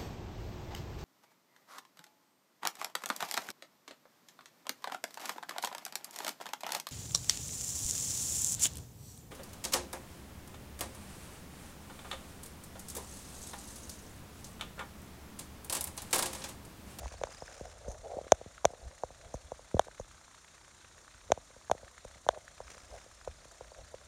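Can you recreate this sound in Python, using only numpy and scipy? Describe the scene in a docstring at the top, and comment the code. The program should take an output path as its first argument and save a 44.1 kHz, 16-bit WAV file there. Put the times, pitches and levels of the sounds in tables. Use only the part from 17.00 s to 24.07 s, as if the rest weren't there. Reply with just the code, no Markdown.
"""Fingers shift their grip on a phone: fingertips tap and rub the case, and something on it clicks sharply.
Each hit travels through the phone's body to the microphone, ringing it from a low thump to a bright top.
The hand rumbles, and a few soft, airy swells of hiss come and go in a quiet small room.
Behind it all, a faint hiss flutters, ticks and pips thirty times a second."""
import sys
import numpy as np
from scipy import signal
from scipy.io import wavfile

SR = 44100
rng = np.random.default_rng(int(sys.argv[2]) if len(sys.argv) > 2 else 0)


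def master(y):
    """Save y as 16-bit WAV."""
    cut = np.clip(np.atleast_2d(y).T, -1, 1)
    pcm = np.round(cut * 32767)  # scale
    wavfile.write(sys.argv[1], SR, pcm.astype(np.int16))


N = 311787
TIME = np.arange(N) / SR


def from_db(db):
    """Decibels to gain."""
    return 10 ** (np.asarray(db) / 20)


def rms_one(x):
    """Scale to rms 1."""
    return x / np.sqrt(np.mean(x ** 2) + 1e-20)


def drift(rate_hz):
    """Random modulator of rms 1 that glides to a new value rate_hz times a second."""
    knots = rng.standard_normal(4096)
    return rms_one(np.interp(TIME * rate_hz, np.arange(len(knots)), knots))


def soften(x, top_hz):
    """Steep low-pass: the dullness of a soft contact."""
    return signal.sosfilt(signal.butter(4, top_hz, fs=SR, output="sos"), x)


def resonate(x, modes, stretch=1):
    """Damped resonators in parallel, transposed by stretch, each run twice for steep skirts."""
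    out = 0
    for hz, width_hz, db in modes:
        b, a = signal.iirpeak(hz * stretch, hz / width_hz, fs=SR)
        out = out + from_db(db) * signal.lfilter(b, a, signal.lfilter(b, a, x))
    return out


def noise_bands(spectrum):
    """Centre frequencies and third-octave noise bands that follow an EQ curve and sum to rms 1."""
    edges = np.geomspace(22, 17000, 30)
    centres = np.sqrt(edges[1:] * edges[:-1])
    curve_hz, curve_db = np.transpose(spectrum)
    gains = from_db(np.interp(np.log(centres), np.log(curve_hz), curve_db))
    white = rng.standard_normal((2, N))
    filters = [signal.butter(2, band, "band", fs=SR, output="sos") for band in zip(edges, edges[1:])]
    bands = np.array([gains[k] * signal.sosfilt(sos, white[k % 2]) for k, sos in enumerate(filters)])
    return centres, bands / bands.sum(0).std()


def strokes(table, attack_s, release_s, swell_db):
    """Cue envelopes: each fades in, moves by swell_db to its end level, and fades out."""
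    power = np.zeros(N)
    for s, length, db in table:
        early, late = np.maximum(s - TIME, 0), np.maximum(TIME - s - length, 0)
        to_go = 1 - np.clip((TIME - s) / length, 0, 1)
        fades = np.exp(-early / attack_s - late / release_s)
        power += (from_db(db - swell_db * to_go) * fades) ** 2
    return np.sqrt(power)


def diffuse_tail(x, t60_s, db, low_hz, size=12000):
    """Effects send: a dense, decaying noise tail with the bass rolled off."""
    tail = rng.standard_normal(size) * from_db(-60 * TIME[:size] / t60_s)
    tail = signal.sosfilt(signal.butter(2, low_hz, "high", fs=SR, output="sos"), tail)
    return from_db(db) * signal.fftconvolve(x, tail / np.linalg.norm(tail))[:N]


# EQ curve of the hiss (frequency [Hz], relative level [dB])
HISS_EQ = [(30, -12.5), (70, 11), (200, 2), (330, 2.5), (550, -3.5), (800, 0.5), (1300, 2.5), (2000, -3.5),
           (3000, -9.5), (3700, -2.5), (5000, -9), (6500, 2.5), (7300, 4), (8800, -4.5), (10000, -16),
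           (12000, -19.5), (13500, -34), (16000, -29.5)]
# swells in each cycle (time in cycle [s], half-width [s], centre [Hz], spread [octaves], boost [dB])
FLUTTER = [(0.014, 0.0021, 1270, 1.23, 9.5), (0.016, 0.018, 2593, 1, 5), (0.018, .006, 8980, 1, 4)]
FLUTTER_HZ = 30

def hiss(level_db=-58, uneven=0.59):
    """A bed of hiss with a slight regular flutter, no two swells quite as strong."""
    centres, bands = noise_bands(HISS_EQ)
    boost_db = 0
    for moment, half_width, hz, spread, db in FLUTTER:
        offset_s = (((TIME - moment) * FLUTTER_HZ + .5) % 1 - .5) / FLUTTER_HZ
        swell_db = db * np.exp(-(offset_s / half_width) ** 2) * (1 + uneven * drift(120))
        bell = np.exp(-(np.log2(centres / hz) / spread) ** 2)
        boost_db = boost_db + np.outer(bell, swell_db)
    return from_db(level_db) * rms_one((bands * from_db(boost_db)).sum(0))


def crackle(drive_db=-46, spread_db=3.5, moment_s=0.012, jitter_s=0.0069, low_hz=900, top_hz=9000):
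    """One tiny tick per flutter cycle, loose in strength and timing."""
    cycles = np.arange(0, TIME[-1] - 1 / FLUTTER_HZ, 1 / FLUTTER_HZ)
    late, force = rng.standard_normal((len(cycles), 2)).clip(-2, 2).T
    starts = ((cycles + moment_s + jitter_s * late) * SR).astype(int)
    ticks = np.full(N, 1e-18)
    ticks[starts] = from_db(drive_db + spread_db * force)
    band = signal.butter(1, [low_hz, top_hz], "band", fs=SR, output="sos")
    return soften(signal.sosfilt(band, ticks), top_hz)


# pip automation (time [s], pitch [Hz], random hop [Hz], level [dB])
PIPS = [(0, 4180, 500, -60), (0.401, 5130, 80, -51), (0.749, 5140, 80, -64), (0.899, 4120, 550, -63),
        (5.5, 4225, 550, -66), (5.65, 5180, 100, -58.5), (7.07, 4750, 452, -61)]

def pips(moment_s=0.006, half_width_s=0.003, fall_hz_per_s=40000, uneven_db=2.5):
    """A faint, falling electrical pip opens each flutter cycle, now steady, now hopping in pitch."""
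    times, *columns = np.transpose(PIPS)
    pitch_hz, hop_hz, db = [np.interp(TIME, times, column) for column in columns]
    cycle = (TIME * FLUTTER_HZ).astype(int)
    hop, force = rng.standard_normal((2, N))[:, cycle].clip(-2, 2)
    offset_s = TIME % (1 / FLUTTER_HZ) - moment_s
    hz = pitch_hz + hop_hz * hop - fall_hz_per_s * offset_s
    envelope = from_db(db + uneven_db * force) * np.exp(-(offset_s / half_width_s) ** 2)
    return envelope * np.sin(2 * np.pi * np.cumsum(hz) / SR)


# EQ curve of the airy swells (frequency [Hz], relative level [dB])
AIR_EQ = [(300, -1), (1000, 0), (1600, 2), (2800, -5), (5000, -6.5), (6400, 1.5), (8000, -1), (9200, -12.5),
          (11500, -26.5), (13500, -25)]
# airy swells (time [s], length [s], end level [dB])
AIR_SWELLS = [(0.04, 0.24, -58), (0.35, 0.34, -57.5), (5.7, 0.096, -58.5), (5.95, 0.11, -63)]

def airy_swells(grain_db=5.0):
    """Soft, airy swells of hiss with a fine grain."""
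    _, bands = noise_bands(AIR_EQ)
    air = rms_one(bands.sum(0) * from_db(grain_db * drift(250)))
    return strokes(AIR_SWELLS, attack_s=0.047, release_s=0.08, swell_db=-3.5) * air


# fader ride for the hand's small, unceasing movements (time [s], level [dB])
RESTLESS = [(0.0, -59), (0.41, -59.5), (1.14, -54), (1.5, -64.5), (2.38, -60), (3.31, -69.5), (6.75, -61),
            (7.07, -62.5)]

def restless_db(s):
    """How much the hand stirs at time s; drives rumble, skin creep and light touches."""
    return np.interp(s, *np.transpose(RESTLESS))


# bumps from the hand (time [s], length [s], end level [dB])
JOLTS = [(0.005, 0.058, -44.5), (0.13, 0.1, -52), (0.91, 0.038, -53), (1.86, 0.013, -42),
         (2.255, 0.017, -53), (6.29, 0.025, -48), (6.79, 0.042, -52)]

def hand_rumble(lump_db=3.5):
    """Lumpy low end: the hand sways the whole phone and now and then jolts it."""
    lumps = from_db(lump_db * drift(20))
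    sway = resonate(rng.standard_normal(N), [(55, 46, 0.5), (121, 140.5, -26.5)])
    sway = soften(sway, top_hz=214.6)
    jolts = strokes(JOLTS, attack_s=0.015, release_s=0.018, swell_db=3.5)
    return rms_one(sway * lumps) * from_db(restless_db(TIME)) + rms_one(sway) * jolts


# the case's high ring, also struck by taps and clicks (frequency [Hz], width [Hz], gain [dB])
RING = [(6440, 1100, 1)]
# one swish, then two brief rings (time [s], length [s], end level [dB])
BRIGHT_ACCENTS = [(0.885, 0.065, -58.5), (2.341, 0.0069, -53), (2.997, 0.007, -56.5)]

def bright_accents(grain_db=6.0):
    """Grainy noise through high resonances: one short bright swish, and a brief high ring on two taps."""
    grains = rng.standard_normal(N) * from_db(grain_db * drift(300))
    sheen = rms_one(resonate(grains, RING + [(8200, 2400, -11.5)]))
    return strokes(BRIGHT_ACCENTS, attack_s=0.002, release_s=0.013, swell_db=-8) * sheen


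# skin slides on the case (time [s], length [s], end level [dB])
SLIDES = [(0.02, 0.014, -47.5), (0.49, 0.085, -52.5), (0.61, 0.13, -52), (0.87, 0.088, -48),
          (1.05, 0.14, -42.5), (1.8, 0.088, -56.5), (2.24, 0.106, -55.5), (4.78, 0.088, -57),
          (5.36, 0.014, -49.5), (5.93, 0.036, -44.5), (6.78, 0.013, -51)]

def rubbing(slips_per_s=2000, uneven_db=3, settle_db=-54, settle_s=0.06):
    """Skin sticks and slips, sounding the case's mids: in slides, after clicks, and faintly throughout."""
    slips = (rng.random(N) < slips_per_s / SR) * rng.standard_normal(N) + 1e-18
    case = resonate(slips, [(616, 280, 3.5), (523, 150, -10.5), (230, 260, -27.5)])
    texture = rms_one(soften(case, top_hz=850) * from_db(uneven_db * drift(70)))
    sliding = strokes(SLIDES, attack_s=0.017, release_s=0.0086, swell_db=4)
    fades = sum((TIME > s) * np.exp(-np.abs(TIME - s) / settle_s) for s, *_ in CLICKS)
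    settling = from_db(settle_db) * fades
    creeping = from_db(restless_db(TIME) - 4.5)
    return np.linalg.norm([sliding, settling, creeping], axis=0) * texture


def dispersed_blow(lag_hz=(62, 193), q=0.75, size=6000):
    """The exciter: the case holds an impulse back around lag_hz, so every hit chirps downward."""
    blow = signal.unit_impulse(size) + 1e-18
    for hz in lag_hz:
        b, a = signal.iirpeak(hz, q, fs=SR)
        blow = signal.lfilter(2 * b - a, a, blow)   # all-pass
    return soften(blow, top_hz=13500)


# the phone's low thump and mid knock, before the grip retunes them (frequency [Hz], width [Hz], gain [dB])
THUMP = [(60.66, 66, 8.5), (115, 118.5, 3.5), (229, 280, -3.5)]
KNOCK = [(697, 384, 10.5), (511.5, 160, -16.5)]

def strikes(table, blow, knock_hz, colours, knock_tracking=0.23, dulling_octaves_per_db=0.0636):
    """Each hit stacks a thump, a knock and the given colours; a firmer grip tunes the first two up."""
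    out = np.zeros(N)
    for s, grip_hz, *peaks_db in table:
        thump_stretch = grip_hz / THUMP[0][0]
        knock_stretch = knock_hz / KNOCK[0][0] * thump_stretch ** knock_tracking
        _, knock_db, rim_db, *_ = peaks_db
        # less rim than knock means a softer contact, so a duller knock
        hardness = 2 ** (dulling_octaves_per_db * min(rim_db - knock_db, 0))
        thump = soften(resonate(blow, THUMP, thump_stretch), top_hz=370 * thump_stretch)
        knock = -soften(resonate(blow, KNOCK, knock_stretch), top_hz=1078 * knock_stretch * hardness)
        layers = [thump, knock] + colours
        hit = sum(from_db(db) * layer / np.abs(layer).max() for db, layer in zip(peaks_db, layers))
        start = round(s * SR)
        out[start:start + len(hit)] += hit[:N - start]
    return out


def light_touches(count=16, grip_hz=65, thump_knock_rim_db=(2.5, 12, 0)):
    """Extra tap rows: faint touches at random times, their levels riding on the hand's restlessness."""
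    times = rng.random(count) * TIME[-1]
    return [(s, grip_hz, *(restless_db(s) + np.array(thump_knock_rim_db))) for s in times]


# the rim's upper mids, also struck by clicks (frequency [Hz], width [Hz], gain [dB])
RIM = [(1003, 830, 10.1), (1465, 350, 1.2)]
# finger taps (time [s], grip pitch [Hz], thump peak [dB], knock peak [dB], rim peak [dB])
TAPS = [(0.0576, 46.6, -45.5, -45, -34), (0.1401, 45.7, -52, -44.5, -42.5), (0.2136, 54.7, -49, -31, -39),
        (0.2706, 42, -58, -68, -36), (0.4214, 65.7, -45, -34, -39.5), (0.6096, 84, -40, -37, -54),
        (0.8802, 46.3, -37.5, -33.5, -46), (1.1678, 91, -45, -32, -52), (1.2119, 81, -51, -38, -52),
        (1.2659, 74.4, -62, -41, -63), (1.4129, 90, -53, -36.5, -50), (1.4602, 91, -41.5, -48, -58),
        (1.6454, 87, -37.5, -21, -26), (1.7038, 67, -54, -42, -50), (1.7349, 66, -59, -38.5, -48.5),
        (2.0352, 65.6, -45.5, -23.5, -28), (2.1047, 65.5, -54, -43, -49), (2.3414, 59, -35.5, -30.5, -37.5),
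        (2.5186, 59.3, -46.5, -29.5, -36), (2.5929, 49.8, -64, -44.5, -47.5),
        (2.7432, 88, -21.5, -29.5, -46), (2.7672, 59.4, -41, -29.5, -38), (2.8688, 50, -66, -44, -58),
        (2.8829, 60, -57, -40, -42.5), (2.9976, 43.8, -40.5, -32.5, -39), (4.3022, 90, -45, -30.5, -48.5),
        (4.3753, 69.2, -49, -35.5, -42), (4.5636, 53.6, -55, -47.5, -56), (4.6977, 90, -44, -27.5, -29.5),
        (4.7492, 70, -51, -41, -53), (4.8306, 46, -52.5, -45, -52), (5.049, 45.8, -47, -38.5, -44.5),
        (5.2651, 70, -46.5, -32, -37), (5.3355, 70, -62, -45, -56), (5.3737, 83.5, -57, -37, -45.5),
        (5.6032, 46, -53.5, -35.5, -37.5), (6.2748, 46, -48.5, -29.5, -35.5),
        (6.6087, 50.6, -60, -37.5, -42.5), (6.7177, 46, -73, -45, -49), (6.9413, 45, -55, -36.5, -44.5)]

def taps(ring_below_rim_db=10.5, hollow_below_knock_db=9):
    """Soft fingertips sound the low resonances, a little ring and the case's lingering hollow note."""
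    blow = dispersed_blow()
    rim = soften(resonate(blow, RIM), top_hz=1100)
    ring = resonate(blow, RING)
    hollow = resonate(blow, [(536, 120, 0)])
    cues = [(*tap, knock_db, rim_db, rim_db - ring_below_rim_db, knock_db - hollow_below_knock_db)
            for *tap, knock_db, rim_db in list(TAPS) + light_touches()]
    return strikes(cues, blow, knock_hz=604, colours=[rim, ring, hollow])


# the bright resonances that give a click its edge (frequency [Hz], width [Hz], gain [dB])
CRACK = [(2346, 700, -1.5)]
TICK = [(3416, 710, 0)]
SPARKLE = [(8100, 600, 5.5), (8990, 480, 4), (10250, 3000, -6), (13420, 500, -21)]
# sharp clicks (time [s], grip pitch [Hz], thump peak [dB], knock peak [dB], rim peak [dB],
# crack peak [dB], tick peak [dB], ring peak [dB], sparkle peak [dB])
CLICKS = [(0.236, 43.5, -52, -24.5, -25, -34, -33, -29.5, -46),
          (1.3203, 84, -30, -5, -12.5, -22.5, -18.5, -7, -23),
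          (1.6526, 71, -33.5, -9.5, -16, -23.5, -21, -11.5, -25),
          (2.7941, 89, -39, -11.5, -16, -37, -23, -21.5, -27.5),
          (4.319, 91, -34.5, -11.5, -18, -25, -23.5, -16, -36),
          (4.7139, 93, -36.5, -14, -19.5, -34, -29, -24.5, -31),
          (5.2886, 62, -47, -14, -13.5, -40, -21.5, -22.5, -38)]

def clicks():
    """Hard clicks ring the phone from its low thump right up to the sparkle."""
    blow = dispersed_blow()
    rim = soften(resonate(blow, RIM), top_hz=1500)
    bright = [resonate(blow, modes) for modes in (CRACK, TICK, RING, SPARKLE)]
    return strikes(CLICKS, blow, knock_hz=606, colours=[rim] + bright)


def scene():
    """Mono mix: hits, each with a very short bright fizz and a faint room tail, over rub, rumble and hiss."""
    hits = clicks() + taps()
    fizz = diffuse_tail(hits, t60_s=0.012, db=-9.5, low_hz=1491)
    room = diffuse_tail(hits, t60_s=0.2024, db=-44.0, low_hz=400)
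    handling = hits + fizz + room + rubbing() + bright_accents() + hand_rumble()
    return (handling + airy_swells() + hiss() + crackle() + pips())[None]


# notches of the microphone port (frequency [Hz], width [Hz], depth [0-1])
PORT_DIPS = [(2000, 220, 0.06), (4855, 180, 0.06), (7926, 1200, 0.76)]

def record(dry, cutoff_hz=15800):
    """The microphone port colours the treble, and a steep low-pass takes off the top."""
    for hz, width_hz, depth in PORT_DIPS:
        b, a = signal.iirpeak(hz, hz / width_hz, fs=SR)
        dry = dry - depth * signal.lfilter(b, a, dry)
    return signal.sosfilt(signal.ellip(10, .1, 80, cutoff_hz, fs=SR, output="sos"), dry)


dry = scene()
out = record(dry)
master(out)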